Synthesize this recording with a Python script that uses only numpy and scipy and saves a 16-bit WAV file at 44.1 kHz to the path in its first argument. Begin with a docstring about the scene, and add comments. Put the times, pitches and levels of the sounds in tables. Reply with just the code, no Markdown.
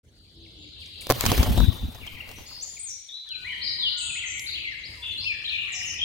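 """Low outdoor rumble, leaf hiss and far twitter come first: shaped noise and short gliding sines.
Small birds chirp in echoing trees: warbled sines, direct and through decaying noise echoes.
A stick is jerked away and the board door of a net trap slams on bare earth: damped modes, noise ticks.
Pigeons burst up close by: wing claps and feather rustle of decaying or patchy noise,
and downstrokes that push short pressure swings at the microphone."""
import sys
import numpy as np
from scipy import signal
from scipy.fft import rfft, irfft
from scipy.io import wavfile
from scipy.ndimage import uniform_filter1d

SR = 44100
rng = np.random.default_rng(int(sys.argv[2]) if len(sys.argv) > 2 else 0)


def digitize_waveform(pressure):
    """Quantize a signal to 16-bit integers and store it at the path in sys.argv[1].

    Rows of a 2-D input are taken as channels; values are limited to [-1, 1].
    """
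    field = np.atleast_2d(pressure).T
    bounded = np.clip(field, -1, 1)
    quanta = np.round(bounded * 32767).astype(np.int16)
    wavfile.write(sys.argv[1], SR, quanta)


N = 266760
TIME_S = np.arange(N) / SR

# rumble level, with a brief dip [start_s, level_db]
RUMBLE_LEVEL = [(0, -55.5), (1, -53.5), (2.4, -56.5), (2.9, -60), (3.18, -84), (3.44, -55.5), (6.05, -50.5)]
# rumble spectrum [freq_hz, relative_db]
RUMBLE_SPECTRUM = [(20, -32), (48, 1), (84, 4.5), (130, -5.5), (200, -11), (344, -13), (555, -21),
                   (800, -31), (1200, -43), (2600, -73)]
# leaf hiss level [start_s, level_db]
BREEZE_LEVEL = [(0, -69.5), (.9, -62.5), (2.5, -62), (3.1, -65.5), (3.45, -54.5), (4.7, -54.5), (5, -53),
                (6.05, -50)]
# leaf hiss spectrum [freq_hz, relative_db]
HISS_SPECTRUM = [(300, -23), (600, -9), (1000, -7), (1500, -3.5), (4000, -0.5), (7000, -8), (10000, -28),
                 (16000, -41)]
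# spells of rustling on sand and dry leaves [start_s, length_s, level_db]
SHUFFLES = [(0.77, 0.23, -65.5), (2.2, 0.86, -63.5), (3.335, 0.7, -68), (4.827, 0.52, -64.5),
            (5.276, 0.68, -68.5), (5.774, 0.21, -59.5)]
# rustle spectrum [freq_hz, relative_db]
RUSTLE_SPECTRUM = [(500, -18), (2000, 6.5), (6000, 5), (9000, 11.5), (12000, 2.5), (16000, -1)]
# echo decay among the trees [freq_hz, t60_s]
TREE_DECAY = [(300, 0.41), (2000, 1.54), (4000, 1.11), (7000, 0.58), (10000, 0.6)]
# farthest birds [start_s, level_db]
CHORUS_LEVEL = [(0, -78), (.4, -54.5), (1.1, -44), (1.9, -59), (2.4, -55.5), (3.2, -57), (3.6, -47.5),
                (4.8, -63), (6.05, -72)]
# held, warbling whistles [start_s, length_s, pitch_hz, echo_level_db, warble_share_of_pitch]
WHISTLES = [(0.113, 0.23, 4340, -65.5, 0.077), (.575, 0.097, 7000, -66, 0.008),
            (1.559, 0.092, 3706, -38, 0.065), (2.356, .04, 5960, -52, 0.047),
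            (2.446, 0.19, 4750, -46, 0.085), (2.464, 0.023, 6820, -51, 0.036),
            (2.623, 0.18, 6960, -48, 0.03), (2.708, .05, 8920, -55.5, 0.0036),
            (2.787, 0.071, 8140, -39.5, .003), (3.084, 0.045, 3577, -44, 0.049),
            (3.305, 0.024, 4046, -34, .005), (3.68, .026, 4870, -34.5, 0.032),
            (3.986, 0.18, 7970, -42.5, 0.034), (3.992, 0.22, 7000, -43.5, 0.029),
            (4.267, 0.13, 7330, -41.5, 0.03), (5.015, 0.128, 3464, -37.5, 0.035),
            (5.026, 0.087, 2844, -38, 0.074), (5.575, 0.063, 2791, -33, 0.044),
            (5.82, 0.044, 2860, -34.5, 0.058)]
# short peeps of nearer birds [start_s, length_s, pitch_hz, echo_level_db]
PEEPS = [(2.074, 0.01, 3120, -38.5), (2.204, 0.011, 2755, -41), (2.624, .02, 7100, -40),
         (3.425, 0.032, 2440, -44), (5.12, 0.024, 4100, -47), (5.447, 0.026, 4020, -40),
         (6.012, 0.043, 3220, -32.5)]
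# low sagging calls of large far birds [start_s, length_s, pitch_hz, echo_level_db]
HOOTS = [(.34, .18, 330.2, -61.5), (.55, 0.16, 303, -58.5), (3.28, 0.26, 1490, -62), (3.44, 0.19, 989, -66),
         (3.78, 0.064, 997, -60.5), (3.87, 0.28, 1428, -53.5), (4, 0.24, 924, -66.5),
         (4.5, 0.183, 339, -64.5), (4.97, 0.062, 975, -61), (5.63, .051, 1140, -62),
         (5.71, 0.15, 737, -64.5)]
# repeats of one far bird's phrase, each louder [start_s, echo_level_db]
PHRASES = [(.385, -59), (.572, -56), (.757, -49.5), (0.941, -48)]
# syllables [offset_s, length_s, from_hz, to_hz, relative_db, direct_over_echo_db]
SYLLABLES = [(-.03, .035, 4120, 3736, -2.5, 0.5), (0, .06, 2500, 5266, 4, -7.5),
             (0.053, .033, 3770, 1880, -2.5, 4)]
# slurs, fast at first [start_s, length_s, from_hz, to_hz, echo_level_db, direct_over_echo_db]
SLURS = [(1.129, 0.11, 4680, 3630, -44.5, -6), (1.369, 0.058, 3600, 3020, -40.5, 1),
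         (2.005, 0.052, 3110, 2092, -44.5, -1), (2.144, 0.042, 2960, 1898, -45, -3.5),
         (2.607, 0.046, 5600, 7280, -37.5, -3), (2.766, 0.017, 2550, 2145, -50, 3),
         (2.847, 0.074, 7650, 5500, -37.5, -3), (3.123, 0.07, 3810, 4004, -40, 0.5),
         (3.269, 0.1, 3800, 2330, -46, 2.5), (3.47, 0.073, 2823, 3220, -35.5, -6),
         (3.778, 0.073, 4410, 3370, -30, 0.5), (3.827, .07, 3550, 2854, -32.5, 8),
         (3.854, 0.064, 5180, 3744, -31.5, -6), (3.969, 0.029, 5950, 8720, -34, -8),
         (3.989, 0.032, 3640, 2540, -35.5, -1), (4.062, 0.054, 3728, 2452, -34, -2),
         (4.254, .075, 6550, 6080, -40.5, -1), (4.332, 0.06, 2414, 2093, -39, -1.5),
         (4.379, 0.03, 12600, 9700, -44, -13), (4.64, 0.06, 2395, 2043, -38.5, 4.5),
         (4.706, 0.043, 2117, 1660, -47.5, 7), (4.831, 0.041, 3570, 5090, -40, 1),
         (5.174, 0.046, 3930, 4545, -35.5, 1), (5.198, 0.028, 4620, 5230, -38, -13),
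         (5.24, 0.049, 2276, 3230, -42.5, 7), (5.257, .08, 2816, 2304, -34.5, 7.5),
         (5.315, 0.02, 1930, 1682, -38.5, -11), (5.478, 0.024, 2927, 4320, -35, 3),
         (5.505, 0.069, 2672, 2348, -32.5, 2), (5.669, 0.031, 2680, 1793, -36.5, -1),
         (5.717, 0.053, 7930, 4980, -34, -7.5), (5.801, 0.02, 2740, 1872, -38, 4.5),
         (5.852, 0.073, 7160, 5120, -35.5, -1), (5.921, 0.048, 2735, 2350, -38, -8),
         (5.985, 0.028, 3840, 2800, -29.5, -6)]
# rise-and-fall hooks [start_s, length_s, foot_hz, peak_hz, echo_level_db, direct_over_echo_db]
HOOKS = [(3.44, 0.11, 1784, 2427, -38.5, 1.5), (3.606, 0.084, 3680, 5090, -29, -5.5),
         (4.147, 0.11, 1703, 3298, -36, -1), (4.458, 0.051, 3440, 4674, -34, -1.5),
         (4.536, 0.056, 2354, 3450, -35.5, 0.5), (5.433, .085, 2600, 3970, -34.5, -1.5)]
# ticks and scuffs on ground and trap [start_s, level_db, centre_hz, decay_s]
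TICKS = [(.859, -46, 6300, 0.004), (1.009, -43.5, 9700, 0.03), (1.405, -32, 630, 0.033),
         (1.46, -29.5, 704, 0.029), (1.525, -30, 585, 0.0049), (1.577, -28, 680, 0.012),
         (1.603, -29, 1260, 0.0045), (1.945, -48, 680, 0.018), (2.515, -50, 1460, 0.0029),
         (3.29, -37.5, 6100, 0.0011), (4.395, -27.5, 5650, 0.0023)]
# wingbeat strength: a burst, then stragglers [start_s, level_db]
FLOCK_LEVEL = [(.98, -29.5), (1.08, -17.5), (1.2, -3.5), (1.31, 3), (1.62, -10), (1.85, -21), (2.3, -20.5),
               (2.75, -32.5), (3.0, -42.5)]
# wing rush spectrum [freq_hz, relative_db]
RUSH_SPECTRUM = [(60, 8.5), (150, 0), (260, -1), (450, 0.5), (750, -1.5), (1500, -8.5), (3100, -6),
                 (5800, -22), (9000, -21), (16000, -45.5)]
# spectrum of feather fizz and door edge ticks [freq_hz, relative_db]
FIZZ_SPECTRUM = [(1000, -23), (2500, 0.5), (5000, 4.5), (8000, -4), (12000, 3), (16000, 2)]
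# draught at the microphone as the birds pass [start_s, relative_db]
DRAUGHT_LEVEL = [(1, -72), (1.19, -38), (1.5, -28), (1.72, -30.5), (1.8, -43.5), (2.4, -51), (3, -83.5)]
# spectrum of moved air [freq_hz, relative_db]
AIR_SPECTRUM = [(20, -14.5), (50, -0.5), (100, 1.5), (160, -11), (260, -9.5), (420, -36), (1000, -61.5)]
# contacts of door and prop [start_s, thud_relative_db, edge_tick_db]
DOOR_HITS = [(1.0694, -31.5, -24), (1.0941, -31.5, -20), (1.1002, -11, -25), (1.102, -13, -8),
             (1.108, -12.5, -10.5), (1.1108, -12.5, -20.5), (1.1154, -18, -19), (1.1221, -20, -14)]
# board modes [freq_hz, relative_db, t60_s]
BOARD_MODES = [(124, -16.5, 0.24), (288, -17.5, 0.044), (398, -4.5, 0.012), (564, -1, 0.03),
               (745, -4, 0.027), (1020, -1.5, 0.01), (1355, 8, 0.0017), (2100, -22.5, 0.0065)]
# wing claps [start_s, snap_db, thump_db, snap_decay_s, left_over_right_db]
CLAPS = [(1.2096, -6, -32, .00084, 12.5), (1.239, -24, -12.5, 0.0026, 1), (1.2539, -15.5, -21, 0.003, -3),
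         (1.2629, -11, -10, 0.0039, -1), (1.3173, -12, -5.5, 0.0022, -1), (1.378, -19.5, -20, .0032, 2),
         (1.429, -20, -18, 0.0081, -4), (1.576, -30, -16, 0.0058, -3), (1.602, -27, -17, .0023, -3),
         (1.947, -40, -61, .0069, -5), (2.066, -37.5, -42, 0.0067, 0.5), (2.291, -36, -53, 0.0019, -8),
         (2.314, -38, -47, 0.0052, 0.5), (2.384, -45.5, -36.5, 0.023, 0), (2.578, -50, -41, .0032, -2)]
# quill snap spectrum [freq_hz, relative_db]
SNAP_SPECTRUM = [(300, -11), (800, 18), (1500, 6.5), (3000, 7.5), (6500, 7), (9000, -2.5), (16000, 4)]
# squeezed-air thump spectrum [freq_hz, relative_db]
THUMP_SPECTRUM = [(30, -42), (100, 11.5), (300, 5), (700, -10), (1300, -7), (3000, -35), (8000, -59)]
# downstrokes [centre_s, level_db, gaussian_sigma_s, swing_hz, left_over_right_db]
STROKES = [(1.293, -12, 0.012, 93.5, -1.5), (1.401, -11, 0.013, 63, 0.5), (1.506, -13.5, 0.023, 55.6, -4.5),
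           (1.606, -11.5, .029, 50, 11), (1.637, -8, 0.0063, 89.5, 30), (1.689, -8, 0.0087, 77.5, 19),
           (1.84, -20.5, 0.017, 58, 0), (1.885, -23.5, 0.0082, 58.4, -2), (2.035, -38, 0.0054, 69.6, 14)]

EDGE_HZ = 16100
RUSTLE_FLOOR_DB = -74.5
BEATS_PER_S, BEAT_DB = 8.9, -0.5
GRAIN_SPREAD_DB = 2.5


def gain_of(db):
    """Decibels to gain."""
    return 10 ** (np.asarray(db) / 20)


def evened(x):
    """Scales to rms 1."""
    return x / np.sqrt(np.mean(x ** 2) + 1e-20)


def read(points, hz):
    """Reads a table on a log-frequency axis."""
    table_hz, value = np.transpose(points)
    return np.interp(np.log(hz + 1), np.log(table_hz + 1), value)


def level(rows):
    """Level table to gain per sample, silent before its first row."""
    s, db = np.transpose(rows)
    return gain_of(np.interp(TIME_S, s, db)) * (TIME_S >= s[0])


def add(mix, start_s, sound):
    """Mixes a sound in at start_s."""
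    part = mix[:, max(round(start_s * SR), 0):][:, :sound.shape[-1]]
    part += sound[..., :part.shape[1]]


def pan(left_over_right_db):
    """Left and right gains of equal total power."""
    half_db = left_over_right_db / 2
    return evened(gain_of([[half_db], [-half_db]]))


def wander(hz, size=N):
    """Slow chance of rms 1: random knots, hz of them a second, joined by lines."""
    knots = rng.standard_normal(4096)
    return evened(np.interp(np.arange(size) * hz / SR, np.arange(len(knots)), knots))


def colour(x, spectrum):
    """Filters x by a spectrum, to rms 1."""
    size = x.shape[-1]
    gain = gain_of(read(spectrum, np.fft.rfftfreq(size, 1 / SR)))
    return evened(irfft(rfft(x) * gain, size))


def noise(spectrum, apart, size=N):
    """Stereo noise: a shared part and an opposed part of relative size apart."""
    mid, side = rng.standard_normal((2, size))
    return colour(np.array([mid + apart * side, mid - apart * side]), spectrum)


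def swirl(x, patchy_db=4.0):
    """Favours ever-changing pitches: patches some 300 Hz wide and 25 ms long."""
    z = signal.stft(x, SR, nperseg=512, noverlap=384)[2]
    patches = uniform_filter1d(rng.standard_normal(z.shape[1:]), size=4, axis=0)
    patches = evened(uniform_filter1d(patches, size=9, axis=1))
    patchy = signal.istft(z * gain_of(patchy_db * patches), SR, nperseg=512, noverlap=384)[1]
    return evened(patchy[:, :N])


def outdoors(lump_db=2.5, flick_db=2, shuffle_taper=0.4):
    """Lumpy distant rumble, faint leaf hiss and the dry rustle of small movements on sand."""
    lumps = gain_of(lump_db * wander(9.8))
    rumble = level(RUMBLE_LEVEL) * lumps * noise(RUMBLE_SPECTRUM, 0.23)
    hiss = level(BREEZE_LEVEL) * swirl(noise(HISS_SPECTRUM, 0.97), patchy_db=6.5)
    rustle_gain = np.full((1, N), gain_of(RUSTLE_FLOOR_DB))
    for start_s, length_s, db in SHUFFLES:
        add(rustle_gain, start_s, gain_of(db) * signal.windows.tukey(round(length_s * SR), shuffle_taper))
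    flicks = gain_of(flick_db * wander(90))
    return rumble + hiss + rustle_gain * flicks * noise(RUSTLE_SPECTRUM, 0.15)


def trees(x, early_db=-5):
    """Trunks and leaves scatter sound: a few early echoes and a long tail, different at each ear."""
    t = np.arange(SR) / SR
    hz, frame_s, z = signal.stft(rng.standard_normal((2, SR)), SR, nperseg=256)
    decay = gain_of(-60 * frame_s / read(TREE_DECAY, hz)[:, None])
    tail = signal.istft(z * decay, SR, nperseg=256)[1][:, :SR]
    tail *= 1 - np.exp(-t / 0.012)
    tail /= np.linalg.norm(tail[0])
    for ear in tail:
        echo_at = (rng.uniform(.008, .07, 8) * SR).astype(int)
        ear[echo_at] += gain_of(early_db) * rng.choice([-1, 1], 8) / np.sqrt(8)
    return signal.fftconvolve(x[None], tail, axes=1)[:, :N]


def chorus(count=240, low_hz=3200, high_hz=4500, glide=0.18, left_db=2):
    """Many tiny twitters from deep in the trees, sliding up or down, heard only as echo."""
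    song, u = np.zeros((1, N)), np.linspace(-1, 1, round(0.018 * SR))
    for k, (late, pitch, slope) in enumerate(rng.random((count, 3))):
        centre_hz = low_hz + pitch * (high_hz - low_hz)
        hz = centre_hz * (1 + glide * np.sign(slope - .5) * u)
        twitter = np.sin(2 * np.pi * np.cumsum(hz) / SR) * (1 - u ** 2)
        add(song, (k + late) / count * N / SR, twitter)
    return pan(left_db) * level(CHORUS_LEVEL) * evened(trees(song[0]))


def progress(length_s):
    """Runs from 0 to 1 over a note."""
    return np.linspace(0, 1, round(length_s * SR))


def note(hz, db, warble, waver=0.005, flutter_db=2, overtone_db=-52, warble_hz=115):
    """Near sine on a pitch path; warble and waver are shares of the pitch, the level flutters."""
    size = len(hz)
    warble_phase = 2 * np.pi * warble_hz * np.arange(size) / SR + wander(90, size=size)
    shake = waver * wander(496, size=size) + warble * np.sin(warble_phase)
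    phase = 2 * np.pi * np.cumsum(hz * (1 + shake)) / SR
    swell = gain_of(db + flutter_db * wander(180, size=size)) * signal.windows.tukey(size, .3)
    return np.sqrt(2) * swell * (np.sin(phase) + gain_of(overtone_db) * np.sin(2 * phase))


def whistles(direct_db=0.5):
    """One held pitch, pure or trilled."""
    for start_s, length_s, hz, db, warble in WHISTLES:
        yield start_s, note(np.full(round(length_s * SR), hz), db, warble), direct_db


def held(rows, sag, warble, direct_db):
    """Notes on one pitch that sinks by the share sag."""
    for start_s, length_s, hz, db in rows:
        path_hz = hz * (1 + sag * (.5 - progress(length_s)))
        yield start_s, note(path_hz, db, warble), direct_db


def phrases(warble=0.046):
    """Peep, upsweep, downsweep, over and over."""
    for phrase_s, phrase_db in PHRASES:
        for offset_s, length_s, from_hz, to_hz, db, direct_db in SYLLABLES:
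            path_hz = from_hz + (to_hz - from_hz) * progress(length_s)
            yield phrase_s + offset_s, note(path_hz, phrase_db + db, warble), direct_db


def slurs(ease=1.5, warble=0.019):
    """The pitch eases into its final value."""
    for start_s, length_s, from_hz, to_hz, db, direct_db in SLURS:
        path_hz = to_hz + (from_hz - to_hz) * (1 - progress(length_s)) ** ease
        yield start_s, note(path_hz, db, warble), direct_db


def hooks(peak_at=.42, sharpness=0.93, warble=0.026, swell_db=3):
    """The pitch climbs to a pointed peak and drops again, louder on the way down."""
    for start_s, length_s, foot_hz, peak_hz, db, direct_db in HOOKS:
        u = progress(length_s)
        away = np.interp(u, [0, peak_at, 1], [1, 0, 1])
        path_hz = peak_hz + (foot_hz - peak_hz) * away ** sharpness
        yield start_s, note(path_hz, db + swell_db * (u - .5), warble), direct_db


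def chirps(left_db=5.0):
    """Birds on three perches: each note arrives directly and with its perch's own echoes."""
    peeps = held(PEEPS, sag=0.023, warble=0.013, direct_db=6)
    hoots = held(HOOTS, sag=0.037, warble=.035, direct_db=1.0)
    songs = [*phrases(), *slurs(), *hooks(), *whistles(), *peeps, *hoots]
    perches, direct = np.zeros((3, 1, N)), np.zeros((2, N))
    for k, (start_s, sound, direct_db) in enumerate(songs):
        add(perches[k % 3], start_s, sound)
        direct_sound = gain_of(direct_db) * sound
        ear_delay_s = rng.uniform(-0.00037, 0.00045)  # small random delay between the ears for each note
        add(direct[:1], start_s, direct_sound)
        add(direct[1:], start_s + ear_delay_s, direct_sound)
    return pan(left_db) * (direct + sum(trees(perch[0]) for perch in perches))


def ticks(skirt_db=-22):
    """Brief dry snaps: decaying noise, each around its own pitch."""
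    out, t = np.zeros((2, N)), np.arange(8192) / SR
    for start_s, db, hz, decay_s in TICKS:
        spectrum = [(hz / 8, 2 * skirt_db), (hz / 2, skirt_db / 2), (hz, 0),
                    (hz * 2, skirt_db), (hz * 8, 2 * skirt_db)]
        add(out, start_s, gain_of(db) * np.exp(-t / decay_s) * noise(spectrum, 0.13, size=8192))
    return out


def feathers(rush_db=-29, fizz_db=-35, crackle_db=-39, air_db=-2, flutter_db=2.0, grains_per_s=700):
    """Beating wings rush through the air; vanes and dry leaves flick in dense tiny grains."""
    beat = BEAT_DB * np.cos(2 * np.pi * BEATS_PER_S * (TIME_S - CLAPS[0][0]))
    flutter = gain_of(flutter_db * wander(70) + beat)
    struck = rng.random((2, N)) < grains_per_s / SR
    grains = struck * gain_of(GRAIN_SPREAD_DB * np.minimum(rng.exponential(1, (2, N)), 4))
    crackle = gain_of(crackle_db) * colour(grains + 1.1 * grains[::-1], FIZZ_SPECTRUM)
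    fizz = gain_of(fizz_db) * swirl(noise(FIZZ_SPECTRUM, 0.16), patchy_db=5.0)
    rush = gain_of(rush_db) * swirl(noise(RUSH_SPECTRUM, 0.78))
    wings = level(FLOCK_LEVEL) * flutter * (rush + fizz + crackle)
    draught = gain_of(air_db) * level(DRAUGHT_LEVEL) * noise(AIR_SPECTRUM, 0.51)
    left_over_right_db = np.interp(TIME_S, [1.25, 1.7], [-1, 3])  # the flock leaves to the left
    return gain_of(left_over_right_db * np.array([[.5], [-.5]])) * (wings + draught)


def door(tick_decay_s=0.0012, ring_db=-2, apart_rad=0.34):
    """The board lands and chatters: each contact rings its damped modes and its edge ticks."""
    out, t = np.zeros((2, N)), np.arange(6000) / SR
    for start_s, thud_db, tick_db in DOOR_HITS:
        ring = np.zeros((2, 6000))
        for hz, db, t60_s in BOARD_MODES:
            phase = 2 * np.pi * hz * t + apart_rad * rng.standard_normal((2, 1))
            ring += gain_of(db - 60 * t / t60_s) * np.sin(phase)
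        tick = np.exp(-t / tick_decay_s) * noise(FIZZ_SPECTRUM, 0.92, size=6000)
        add(out, start_s, gain_of(thud_db + ring_db) * ring + gain_of(tick_db) * tick)
    return out


def claps(thump_decay_s=0.0031, thump_rise_s=0.00067):
    """Wing tips meet: a sharp snap of quills and a thump of squeezed air."""
    out, t = np.zeros((2, N)), np.arange(4096) / SR
    thump_shape = np.exp(-t / thump_decay_s) * (1 - np.exp(-t / thump_rise_s))
    for start_s, snap_db, thump_db, decay_s, side_db in CLAPS:
        snap = gain_of(snap_db) * np.exp(-t / decay_s) * noise(SNAP_SPECTRUM, 1.0, size=4096)
        thump = gain_of(thump_db) * thump_shape * noise(THUMP_SPECTRUM, 0.12, size=4096)
        add(out, start_s, pan(side_db) * (snap + thump))
    return out


def downstrokes(eddy_db=-6, swing_db=-6.5):
    """Each stroke pushes a short pressure swing at the microphone, with eddies in it."""
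    out, t = np.zeros((2, N)), (np.arange(8192) - 4096) / SR
    for centre_s, db, sigma_s, hz, side_db in STROKES:
        swing = np.sqrt(2) * np.cos(2 * np.pi * hz * t + .5 * rng.standard_normal((2, 1)))
        eddies = noise(AIR_SPECTRUM, 0.59, size=8192)
        air = gain_of(swing_db) * swing + gain_of(eddy_db) * eddies
        push = gain_of(db) * np.exp(-(t / sigma_s) ** 2 / 2)
        add(out, centre_s + t[0], pan(side_db) * push * air)
    return out


def scene(near_echo_db=-24):
    """Near sounds are almost dry; the songbirds carry long echoes."""
    near = ticks() + feathers() + door() + claps()
    near_echo = gain_of(near_echo_db) * trees(near.mean(0))
    return outdoors() + chorus() + chirps() + near + near_echo + downstrokes()


def record(dry):
    """A quick fade-in; peaks stop at full scale; then the band limit."""
    faded = dry * np.interp(TIME_S, [.03, .055], [0, 1])
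    lowpass = signal.firwin(511, EDGE_HZ, window=("kaiser", 9), fs=SR)
    return signal.oaconvolve(np.clip(faded, -1, 1), lowpass[None], "same")


dry = scene()
out = record(dry)
digitize_waveform(out)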